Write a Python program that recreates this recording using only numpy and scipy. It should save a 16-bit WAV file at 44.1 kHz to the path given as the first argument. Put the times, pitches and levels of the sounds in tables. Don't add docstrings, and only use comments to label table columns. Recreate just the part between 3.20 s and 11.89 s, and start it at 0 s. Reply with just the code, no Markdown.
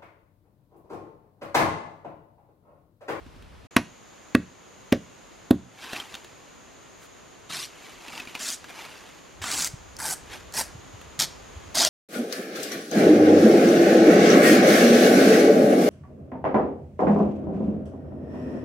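import sys
import numpy as np
from scipy import signal
from scipy.fft import rfft, irfft, next_fast_len
from scipy.io import wavfile
from scipy.ndimage import uniform_filter1d, minimum_filter1d, map_coordinates

SR = 44100
rng = np.random.default_rng(int(sys.argv[2]) if len(sys.argv) > 2 else 0)


def waveform_to_disk(signal):
    frames = np.transpose(np.atleast_2d(signal))
    scaled = np.clip(frames, -1, 1) * 32767
    samples = np.round(scaled).astype(np.int16)
    wavfile.write(sys.argv[1], SR, samples)


N = 383229


def amp(db):
    return 10 ** (np.asarray(db) / 20)


def unit(x):
    return x / np.sqrt(np.mean(x ** 2) + 1e-20)


def along(points, hz):
    f, v = np.transpose(points)
    return np.interp(np.log(hz + 1), np.log(f + 1), v)


def level_curve(points):
    s, db = np.transpose(points)
    return amp(np.interp(np.arange(N) / SR, s, db, left=-np.inf, right=-np.inf))


def add(track, s, sound):
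    room = track[..., max(round(s * SR), 0):]
    count = min(room.shape[-1], sound.shape[-1])
    room[..., :count] += sound[..., :count]


def filtered(x, response):
    m = next_fast_len(x.shape[-1] + SR // 5)
    spectrum = rfft(x, m) * response(np.fft.rfftfreq(m, 1 / SR))
    return irfft(spectrum, m)[..., :x.shape[-1]]


def coloured(x, points):
    size = 4096
    shape = amp(along(points, np.fft.rfftfreq(size, 1 / SR)))
    cepstrum = irfft(np.log(np.maximum(shape, 1e-6)))
    cepstrum[1:size // 2] *= 2
    cepstrum[size // 2 + 1:] = 0
    return signal.oaconvolve(x, irfft(np.exp(rfft(cepstrum))))[:len(x)]


def hiss(points):
    return unit(coloured(rng.standard_normal(N), points))


def fade(t, t60):
    return np.exp(-np.log(1000) * t / t60)


def ring(modes, t, pitch, attack):
    modes_sum = sum(amp(db) * np.sin(2 * np.pi * hz * pitch * t) * fade(t, t60) for hz, db, t60 in modes)
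    return modes_sum * (1 - np.exp(-t / attack))


def crackle(count, rate, scatter_db, order):
    draws = rng.random((count // 8, order + 2))
    gaps = -np.log(draws[:, 2:]).mean(axis=1)
    at = np.cumsum(gaps) * SR / rate
    size = amp(scatter_db * draws[:, 0]) * np.sign(draws[:, 1] - .5)
    return unit(np.bincount(at[at < count].astype(int), size[at < count], count))


def burst(t, t60):
    z = rfft(rng.standard_normal(len(t)) * fade(t, t60) * (1 - np.exp(-t / 0.00045)))
    power = np.abs(uniform_filter1d(np.abs(z) ** 2, size=160))
    even = irfft(z / np.sqrt(power + 1e-12), len(t))
    return even / np.linalg.norm(even)


def wobble(rate):
    return map_coordinates(rng.standard_normal(400), [np.arange(N) * rate / SR], mode="wrap")


def scattered(x, t60):
    hop, ring_size = SR // 60, SR // 40
    t = np.arange(ring_size) / SR
    pieces = np.pad(x, (0, -len(x) % hop)).reshape(-1, hop)
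    tails = rng.standard_normal((len(pieces), ring_size)) * fade(t, t60)
    rung = signal.fftconvolve(pieces, tails / np.linalg.norm(tails, axis=1, keepdims=True), axes=1)
    at = hop * np.arange(len(rung))[:, None] + np.arange(rung.shape[1])
    return np.bincount(at.ravel(), rung.ravel())[:len(x)]


def spread(mid, side, alike):
    likeness = lambda hz: np.clip(along(alike, hz), 0, .999)
    side = filtered(side, lambda hz: np.sqrt((1 - likeness(hz)) / (1 + likeness(hz))))
    return np.array([mid + side, mid - side])


# (time [s], level [dB])
LEAF_LEVELS = [(0, -55.5), (.47, -55), (.5, -52.5), (6, -51.5), (8.69, -48)]
# (frequency [Hz], relative level [dB])
LEAF_COLOUR = [(20, -20), (45, -4.5), (150, -3.5), (420, -2.5), (900, -6.5), (1060, -5.5), (1300, -7.5),
               (3000, -12), (5500, -19), (8000, -25.5), (10000, -28), (13500, -32.5), (16000, -55)]
# (frequency [Hz], likeness)
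AROUND_ALIKE = [(60, 1), (180, -3.5), (550, -0.85), (1650, 0.68), (4970, 0.6), (15000, -0.088)]


def leaves():
    level = level_curve(LEAF_LEVELS)
    return spread(level * hiss(LEAF_COLOUR), level * hiss(LEAF_COLOUR), AROUND_ALIKE)


# (frequency [Hz], relative level [dB])
INSECT_COLOUR = [(5200, -37.5), (6100, -3), (6600, 5), (6950, 3), (7400, -5.5), (8200, -56)]
INSECT_START_S, INSECT_DB, INSECT_GROWTH_DB_PER_S, INSECT_WAVER_DB = .5, -61.5, 0.29, 0.5


def insects():
    t = np.arange(N) / SR
    swell = amp(INSECT_DB + INSECT_GROWTH_DB_PER_S * t + INSECT_WAVER_DB * wobble(2.23))
    level = (t > INSECT_START_S) * swell
    return spread(level * hiss(INSECT_COLOUR), level * hiss(INSECT_COLOUR), AROUND_ALIKE)


# (start [s], end [s], level [dB])
WIND = [(0, 0.477, -51.5), (6.128, 8.69, -54.5)]
# (frequency [Hz], relative level [dB])
WIND_COLOUR = [(20, -30), (45, 9.5), (75, 8), (120, 1.5), (200, -7.5), (500, -68)]
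# (centre [s], peak [dB], frequency [Hz], half length [s])
BUMPS = [(6.22, -36.5, 88, 0.011), (6.542, -27.5, 109, 0.0046), (7.556, -33.5, 120, 0.0049),
         (7.593, -39, 101, 0.0077), (7.747, -37, 91.5, 0.01), (7.995, -31, 138, 0.0048),
         (8.374, -32, 78, 0.011), (8.476, -42, 90, .014)]


def wind():
    now = np.arange(N) / SR
    spells = sum(amp(db) * ((now >= start) & (now < end)) for start, end, db in WIND)
    buffet = uniform_filter1d(spells, size=2048)
    out = spread(buffet * hiss(WIND_COLOUR), buffet * hiss(WIND_COLOUR), [(40, 0.49), (150, 0.23)])
    t = np.arange(-SR // 20, SR // 20) / SR
    for s, db, hz, half_length in BUMPS:
        add(out, s + t[0], amp(db) * np.cos(2 * np.pi * hz * t) * np.exp(-(t / half_length) ** 2))
    return out


SMALL_CRICKS_PER_S = 14
SMALL_CRICK_HZ = 1690
SMALL_CRICK_DB = 7


def small_cricks():
    effort_db = 20 * np.log10(strokes() + 1e-9)
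    draws = rng.random((300, 3))
    times = np.cumsum(.5 + draws[:, 0]) / SMALL_CRICKS_PER_S
    rows = []
    for s, (_, size, pitch) in zip(times, draws):
        if s < N / SR:
            db = effort_db[int(s * SR)] + 2 * SMALL_CRICK_DB * size
            rows.append((s, db, SMALL_CRICK_HZ * 2 ** (2 * pitch - 1), -np.inf))
    return [row for row in rows if row[1] > -45]


# (time [s], relative peak [dB], frequency of the ringing piece [Hz], relative knock level [dB])
CRICKS = [(0.063, -44, 568, -44), (0.162, -46, 433, -47), (0.223, -43, 350, -49), (0.45, -50, 355, -48),
          (2.644, -26, 1050, -55), (2.731, -16.5, 662, -35), (2.762, -22.5, 2690, -47),
          (2.799, -22, 3140, -45), (2.941, -23, 3550, -46), (2.951, -21.5, 3080, -56),
          (3.045, -30.5, 404, -55), (4.881, -26.5, 2670, -47.5), (4.931, -31, 1250, -47),
          (4.977, -21, 2540, -52), (4.999, -23, 2600, -46), (5.072, -29, 2430, -43),
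          (5.151, -18, 2430, -47), (5.442, -28.5, 1643, -54), (5.89, -33, 1894, -62),
          (6.22, -25, 2280, -50), (6.24, -17.5, 1420, -48), (7.813, -32.5, 568, -53)]
# (frequency [Hz], width [Hz], relative level [dB])
BARK = [(1480, 1000, 5.5), (1980, 220, 7), (2700, 220, 8.5), (4320, 1400, 3.5), (5770, 1600, 1),
        (10500, 5800, -39)]
CRICK_DB, KNOCK_DB = -1.5, 5
PIECE_DB, PIECE_WIDTH_HZ = 18, 120


def cricks():
    out, t = np.zeros(N), np.arange(SR // 10) / SR
    resonance = lambda f, hz, width: 1j * f * width / (hz * hz - f * f + 1j * f * width)
    body = lambda f: sum((-1) ** k * amp(db) * resonance(f, hz, w) for k, (hz, w, db) in enumerate(BARK))
    for s, db, hz, knock_db in list(CRICKS) + small_cricks():
        breaks = (t == 0) + 0.17 * rng.standard_normal(len(t)) * fade(t, 0.03)
        click = filtered(breaks, lambda f: body(f) + amp(PIECE_DB) * resonance(f, hz, PIECE_WIDTH_HZ))
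        knock = amp(knock_db + KNOCK_DB) * ring(TRUNK, t, 0.97, attack=0.0012)
        add(out, s + 0.001008, amp(db + CRICK_DB) * click / np.abs(click).max() + knock)
    return out


# (time [s], relative thud [dB], ring [dB], crack [dB] and splinter [dB] levels,
#         thud pitch [ratio], cut pitch [ratio])
CHOPS = [(0.5647, -6, -6.5, -8.5, -21.5, 1.005, 1.0), (1.149, -2, -7.5, -10.5, -31.5, 1.04, 1.02),
         (1.7235, -5, -21, -14.5, -22.5, 1.01, 1.03), (2.3082, 1.5, -20, -16, -28.5, 1.06, 1.0)]
# (frequency [Hz], relative level [dB])
CRACK_COLOURS = [
    [(200, -18), (650, 2), (1200, 3.5), (2500, 9), (4000, 0), (5000, -7), (6200, -8.5), (9000, -11.5),
     (10500, -2.5), (16000, -28)],
    [(200, 3), (550, 10.5), (800, -19.5), (1300, 6), (2000, 4.5), (3000, -2.5), (4400, -6.5), (5500, -17),
     (10500, -16), (16000, -27)],
    [(200, -10), (520, 7.5), (1000, -16), (1700, 1.5), (2700, 0), (4000, -9.5), (5200, -15), (8000, -20.5),
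     (12000, -17.5), (16000, -28)],
    [(200, -3), (600, 1), (950, 5), (1500, -2), (2300, -10), (3700, -1), (5500, -23), (8000, -16),
     (13000, -12), (16000, -28)],
]
# (frequency [Hz], relative level [dB], t60 [s])
TRUNK = [(78, -31.5, 0.245), (120, -8.5, 0.035), (176.5, -33, 0.28), (248.2, 8, 0.021), (332, -16.5, 0.034),
         (506, -19.5, 0.045), (612, -19, 0.036)]
# (frequency [Hz], relative level [dB], t60 [s])
CUT = [(1132, -3.5, 0.032), (1526, -2, 0.019), (1645, -5, 0.029), (1864, -17, 0.078), (2520, -30, 0.011),
       (2590, -6.5, 0.026)]
# (frequency [Hz], relative level [dB])
SPLINTER_COLOUR = [(40, -34), (150, -33), (300, 1), (600, 11), (3000, -7.5), (6000, 4), (14000, -36)]


def chops():
    out, t = np.zeros(N), np.arange(SR // 3) / SR
    for blow, colour in zip(CHOPS, CRACK_COLOURS):
        s, thud_db, ring_db, crack_db, splinter_db, pitch, cut_pitch = blow
        crush, graze = [unit(coloured(noise, colour)) for noise in rng.standard_normal((2, len(t)))]
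        thud = amp(thud_db + 6) * ring(TRUNK, t, pitch, attack=0.0042)
        cut = amp(ring_db) * ring(CUT, t, cut_pitch, attack=0.0026)
        bite = coloured(burst(t, t60=0.014) * fade(t, 0.18), colour)
        crack = amp(crack_db + 18) * bite / np.linalg.norm(bite)
        splinters = amp(splinter_db + 2.5) * unit(coloured(crush, SPLINTER_COLOUR)) * fade(t, 0.096)
        add(out, s, thud + splinters)
        add(out, s + 0.000932, crack + cut)
        add(out, s - .002, amp(-23) * graze * fade(t, 0.005))
    return coloured(out, [(20, -39), (45, -16.5), (75, -3), (200, -0.5)])


# (delay [s], relative level [dB])
TREE_ECHOES = [(0.0191, -19), (0.0263, -45), (0.0317, -20.5), (.0435, -36.5), (0.0493, -26)]
# (delay [s], relative level [dB])
CLOSE_ECHOES = [(.0013, -34), (.0034, -40.5), (.0078, -16)]


def echoes(x, paths):
    out = np.zeros(N)
    for delay, db in paths:
        add(out, delay, amp(db) * x)
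    return out


# (frequency [Hz], t60 [s])
FOREST = [(100, 0.52), (300, 0.33), (1500, 0.32), (5000, 0.48), (14000, 0.15)]


def forest(x, width):
    hz, t, z = signal.stft(rng.standard_normal((2, SR // 2)), SR, nperseg=256)
    mid, side = signal.istft(z * fade(t, along(FOREST, hz)[:, None]), SR, nperseg=256)[1]
    tail = np.array([mid + width * side, mid - width * side]) / np.linalg.norm(mid)
    sent = coloured(x, [(60, -20), (130, 12), (220, -5.5), (16000, 2)])
    late = np.pad(sent, (SR // 100, 0))
    return signal.fftconvolve(late[None], tail, axes=1)[:, :N]


# (time of greatest effort [s], level there [dB], swell over STROKE_RANGE_DB [s], fade over it [s])
SCRAPES = [(2.64, -39, 0.11, 0.46), (2.763, -33, 0.15, 0.13), (2.945, -46, 0.3, 0.19),
           (4.69, -46.5, 0.37, 0.32), (4.965, -39.5, 0.28, 0.19), (5.09, -42.5, .04, 0.1),
           (5.155, -37.5, 0.017, 0.12), (5.495, -41.5, 0.034, 0.092), (5.59, -42, 0.24, 0.54),
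           (7.135, -37.5, 0.083, 0.094)]
STROKE_RANGE_DB = 20


def strokes():
    t = np.arange(N) / SR
    levels = []
    for s, db, swell, fading in SCRAPES:
        levels.append(db - STROKE_RANGE_DB * np.maximum((s - t) / swell, (t - s) / fading))
    return amp(np.max(levels, axis=0))


# (frequency [Hz], relative level [dB])
SCRAPE_COLOUR = [(90, -30), (170, -18), (300, -4.5), (500, -12), (850, -4.5), (1400, -7.5), (2000, -6),
                 (2700, -5.5), (3600, -10.5), (5000, -12.5), (8000, -20.5), (12500, -23), (15500, -40)]


def scrapes():
    rub = crackle(N, rate=1200, scatter_db=13, order=1) + .6 * rng.standard_normal(N)
    grains = unit(coloured(rub + 0.74 * scattered(rub, t60=0.033), SCRAPE_COLOUR))
    return strokes() * grains


# (time [s], level [dB])
LEAF_BRUSH = [(3.72, -88), (3.83, -53), (3.87, -57)]


def leaf_brush():
    return level_curve(LEAF_BRUSH) * hiss([(400, -20), (1500, 8), (6000, -4), (12000, -6), (16000, -14)])


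PULL_ATTACK_S = 0.0053
STOP_DB, STOP_S = 10.5, 0.016


def pull_gain(t, length, db, rise_db, arch_db, release):
    u, after = np.minimum(t / length, 1), np.maximum(t - length, 0)
    held_db = db + rise_db * (u - .5) + arch_db * (np.sin(np.pi * u) - .5)
    halt_db = STOP_DB * np.minimum(after / STOP_S, 1) + release * after
    return np.minimum(t / PULL_ATTACK_S, 1) * amp(held_db - halt_db)


# (time [s], length [s], relative fibre level [dB], its rise [dB], relative strip level [dB],
#                     its rise [dB], coarse fibres [per s], their level over the fine ones [dB])
PULLS = [(4.292, 0.16, -35.5, 5, -44, -3, 200, -17), (5.189, .16, -32.5, 4, -47.5, -5, 132, -10),
         (6.214, 0.26, -31.5, 12, -39, -4, 140, -6), (6.784, 0.15, -30.6, 11, -40.5, 4.5, 164, -4),
         (7.332, .081, -29, 15.5, -40, 15, 182, -2.5), (7.989, 0.056, -23, -8.5, -35.5, -6, 115, -6),
         (8.543, 0.13, -21, 4, -32.5, 5, 164, -8)]
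# (frequency [Hz], relative level [dB])
STRIP_COLOURS = [
    [(88, -36), (150, -3.5), (253, -10), (352, -4), (490, -18), (631, -11), (985, -6.5), (1270, -3),
     (2450, -5.5), (3830, -1), (9730, -7.5), (13300, -15), (15500, -38)],
    [(88, -40), (150, -25), (239, 0.5), (530, -21), (595, -4.5), (985, -11), (1630, -1.5), (2310, -9),
     (2600, -8), (2920, -9), (7000, -2), (12800, -16), (15500, -27)],
    [(88, -45), (150, -10.5), (320, -11.5), (530, -18.5), (736, -8), (1270, -10.5), (1540, -6.5),
     (1910, -10), (2310, -10), (3620, -6.5), (4750, -0.5), (7560, 3), (15500, -17.5)],
    [(88, -42), (150, -4), (209, -10), (471, -11), (894, 0), (1170, -7.5), (1540, 0.5), (2760, -17),
     (3100, -11), (3410, -15), (4840, -4), (5330, -5.5), (7710, -1.5), (12300, -8), (15500, -23)],
    [(88, -15), (150, -3), (471, -8), (844, 1.5), (1450, -4.5), (1570, -0.5), (1910, -2.5), (2230, -9),
     (2550, -8.5), (3350, -12.5), (4840, -2), (11100, -6), (15500, -20)],
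    [(88, -52), (150, 0.5), (540, -15.5), (656, -5), (948, -8.5), (1220, -13), (1320, -7), (1450, -7.5),
     (2450, -10), (2700, -17), (3220, -4), (3480, -4.5), (4560, -2), (12500, -13), (15500, -26)],
    [(88, -47.5), (150, -9), (213, -7.5), (253, -8.5), (339, -5), (445, -18), (631, 3.5), (930, -6.5),
     (1220, -8), (1340, -6), (2650, -20.5), (2860, -20), (4750, -12), (12300, -27.5), (15500, -40)],
]
FIBRE_ARCH_DB, STRIP_ARCH_DB = 4, 4.5
FIBRE_RELEASE_DB_PER_S, STRIP_RELEASE_DB_PER_S = 289, 162
JUDDER_DB, JUDDERS_PER_S = 0.5, 55


def tears():
    out = np.zeros(N)
    count = SR * 2 // 5
    t = np.arange(count) / SR
    low_share = lambda hz: 1 / (1 + (hz / 2800) ** 8)
    for pull, colour in zip(PULLS, STRIP_COLOURS):
        s, length, fibre_db, fibre_rise_db, strip_db, strip_rise_db, rate, coarse_db = pull
        fibre_gain = pull_gain(t, length, fibre_db, fibre_rise_db, FIBRE_ARCH_DB, FIBRE_RELEASE_DB_PER_S)
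        strip_gain = pull_gain(t, length, strip_db, strip_rise_db, STRIP_ARCH_DB, STRIP_RELEASE_DB_PER_S)
        fine = crackle(count, rate=2600, scatter_db=7.5, order=1) + 0.17 * rng.standard_normal(count)
        coarse = amp(coarse_db) * crackle(count, rate=rate, scatter_db=15, order=4)
        frayed = .7 * fine + .7 * scattered(fine + .5 * coarse, t60=.025)
        fibres = filtered(coloured(frayed + coarse, colour), lambda hz: np.sqrt(1 - low_share(hz)))
        strip = filtered(coloured(frayed + 0.54 * coarse, colour), lambda hz: np.sqrt(low_share(hz)))
        add(out, s, amp(-2.7) * fibre_gain * unit(fibres) + amp(1.5) * strip_gain * unit(strip))
    return out * amp(JUDDER_DB * wobble(JUDDERS_PER_S))


# (time [s], relative peak [dB])
SNAPS = [(5.2305, -28), (5.288, -20), (5.302, -20), (6.3145, -17), (6.3923, -18), (6.4234, -15),
         (6.4454, -13.5), (6.7662, -30), (6.793, -39), (6.9324, -31), (7.3238, -32), (7.3397, -23),
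         (7.9992, -8), (8.0193, -14), (8.5535, -13.5), (8.649, -5)]
# (frequency [Hz], relative level [dB])
SNAP_COLOUR = [(300, -45), (1500, -7), (2800, -28), (4500, 11.5), (7500, 5.5), (11000, -6.5),
               (16000, -10.5)]
SNAP_DB = 3


def snaps():
    out, t = np.zeros(N), np.arange(SR // 30) / SR
    for s, db in SNAPS:
        fray = .2 * rng.standard_normal(len(t)) * fade(t, .01)
        click = coloured((t == 0) + fray, SNAP_COLOUR)
        add(out, s + .0007, amp(db + SNAP_DB) * click / np.abs(click).max())
    return out


# (frequency [Hz], likeness)
BARK_ALIKE = [(40, 1), (150, 0.58), (600, 1), (3000, 1), (8000, 0.97), (14000, 0.78)]
CHOP_DB = 3


def scene():
    blows = chops()
    low_blows = coloured(blows, [(100, 7.5), (380, 3.5), (800, -16), (4000, -27), (12000, -20)])
    direct = blows + echoes(low_blows, TREE_ECHOES)
    chopping = direct * amp([[-.45], [.45]]) + amp(-21.5) * forest(blows, width=0.3)
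    bark = cricks() + scrapes() + leaf_brush() + tears() + snaps()
    bark = bark + echoes(bark, CLOSE_ECHOES)
    stripping = spread(bark, scattered(bark, t60=0.097), BARK_ALIKE) + amp(-20) * forest(bark, width=0.15)
    return leaves() + insects() + wind() + amp(CHOP_DB) * chopping + stripping


DUCK_ABOVE_DB, DUCK_SHARE, RECOVERY_DB_PER_S = -13, .5, 7


def ducked(x):
    power = np.abs(uniform_filter1d(x.mean(axis=0) ** 2, size=441))
    level_db = 10 * np.log10(power + 1e-12)
    needed_db = minimum_filter1d(-DUCK_SHARE * np.maximum(level_db - DUCK_ABOVE_DB, 0), size=661)
    recovery_db = RECOVERY_DB_PER_S * np.arange(N) / SR
    gain_db = np.minimum.accumulate(needed_db - recovery_db) + recovery_db
    return x * amp(uniform_filter1d(gain_db, size=128))


# (start [s], end [s])
SCENE_CUT = (.47, .509)
TOP_HZ = 15850


def record(dry):
    t = np.arange(N) / SR
    live = uniform_filter1d(1.0 * ((t < SCENE_CUT[0]) | (t > SCENE_CUT[1])), size=64)
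    held = ducked(dry)
    rounded = held / (1 + np.abs(held) ** 8) ** (1 / 8)
    return filtered(rounded * live, lambda hz: hz < TOP_HZ)


dry = scene()
out = record(dry)
waveform_to_disk(out)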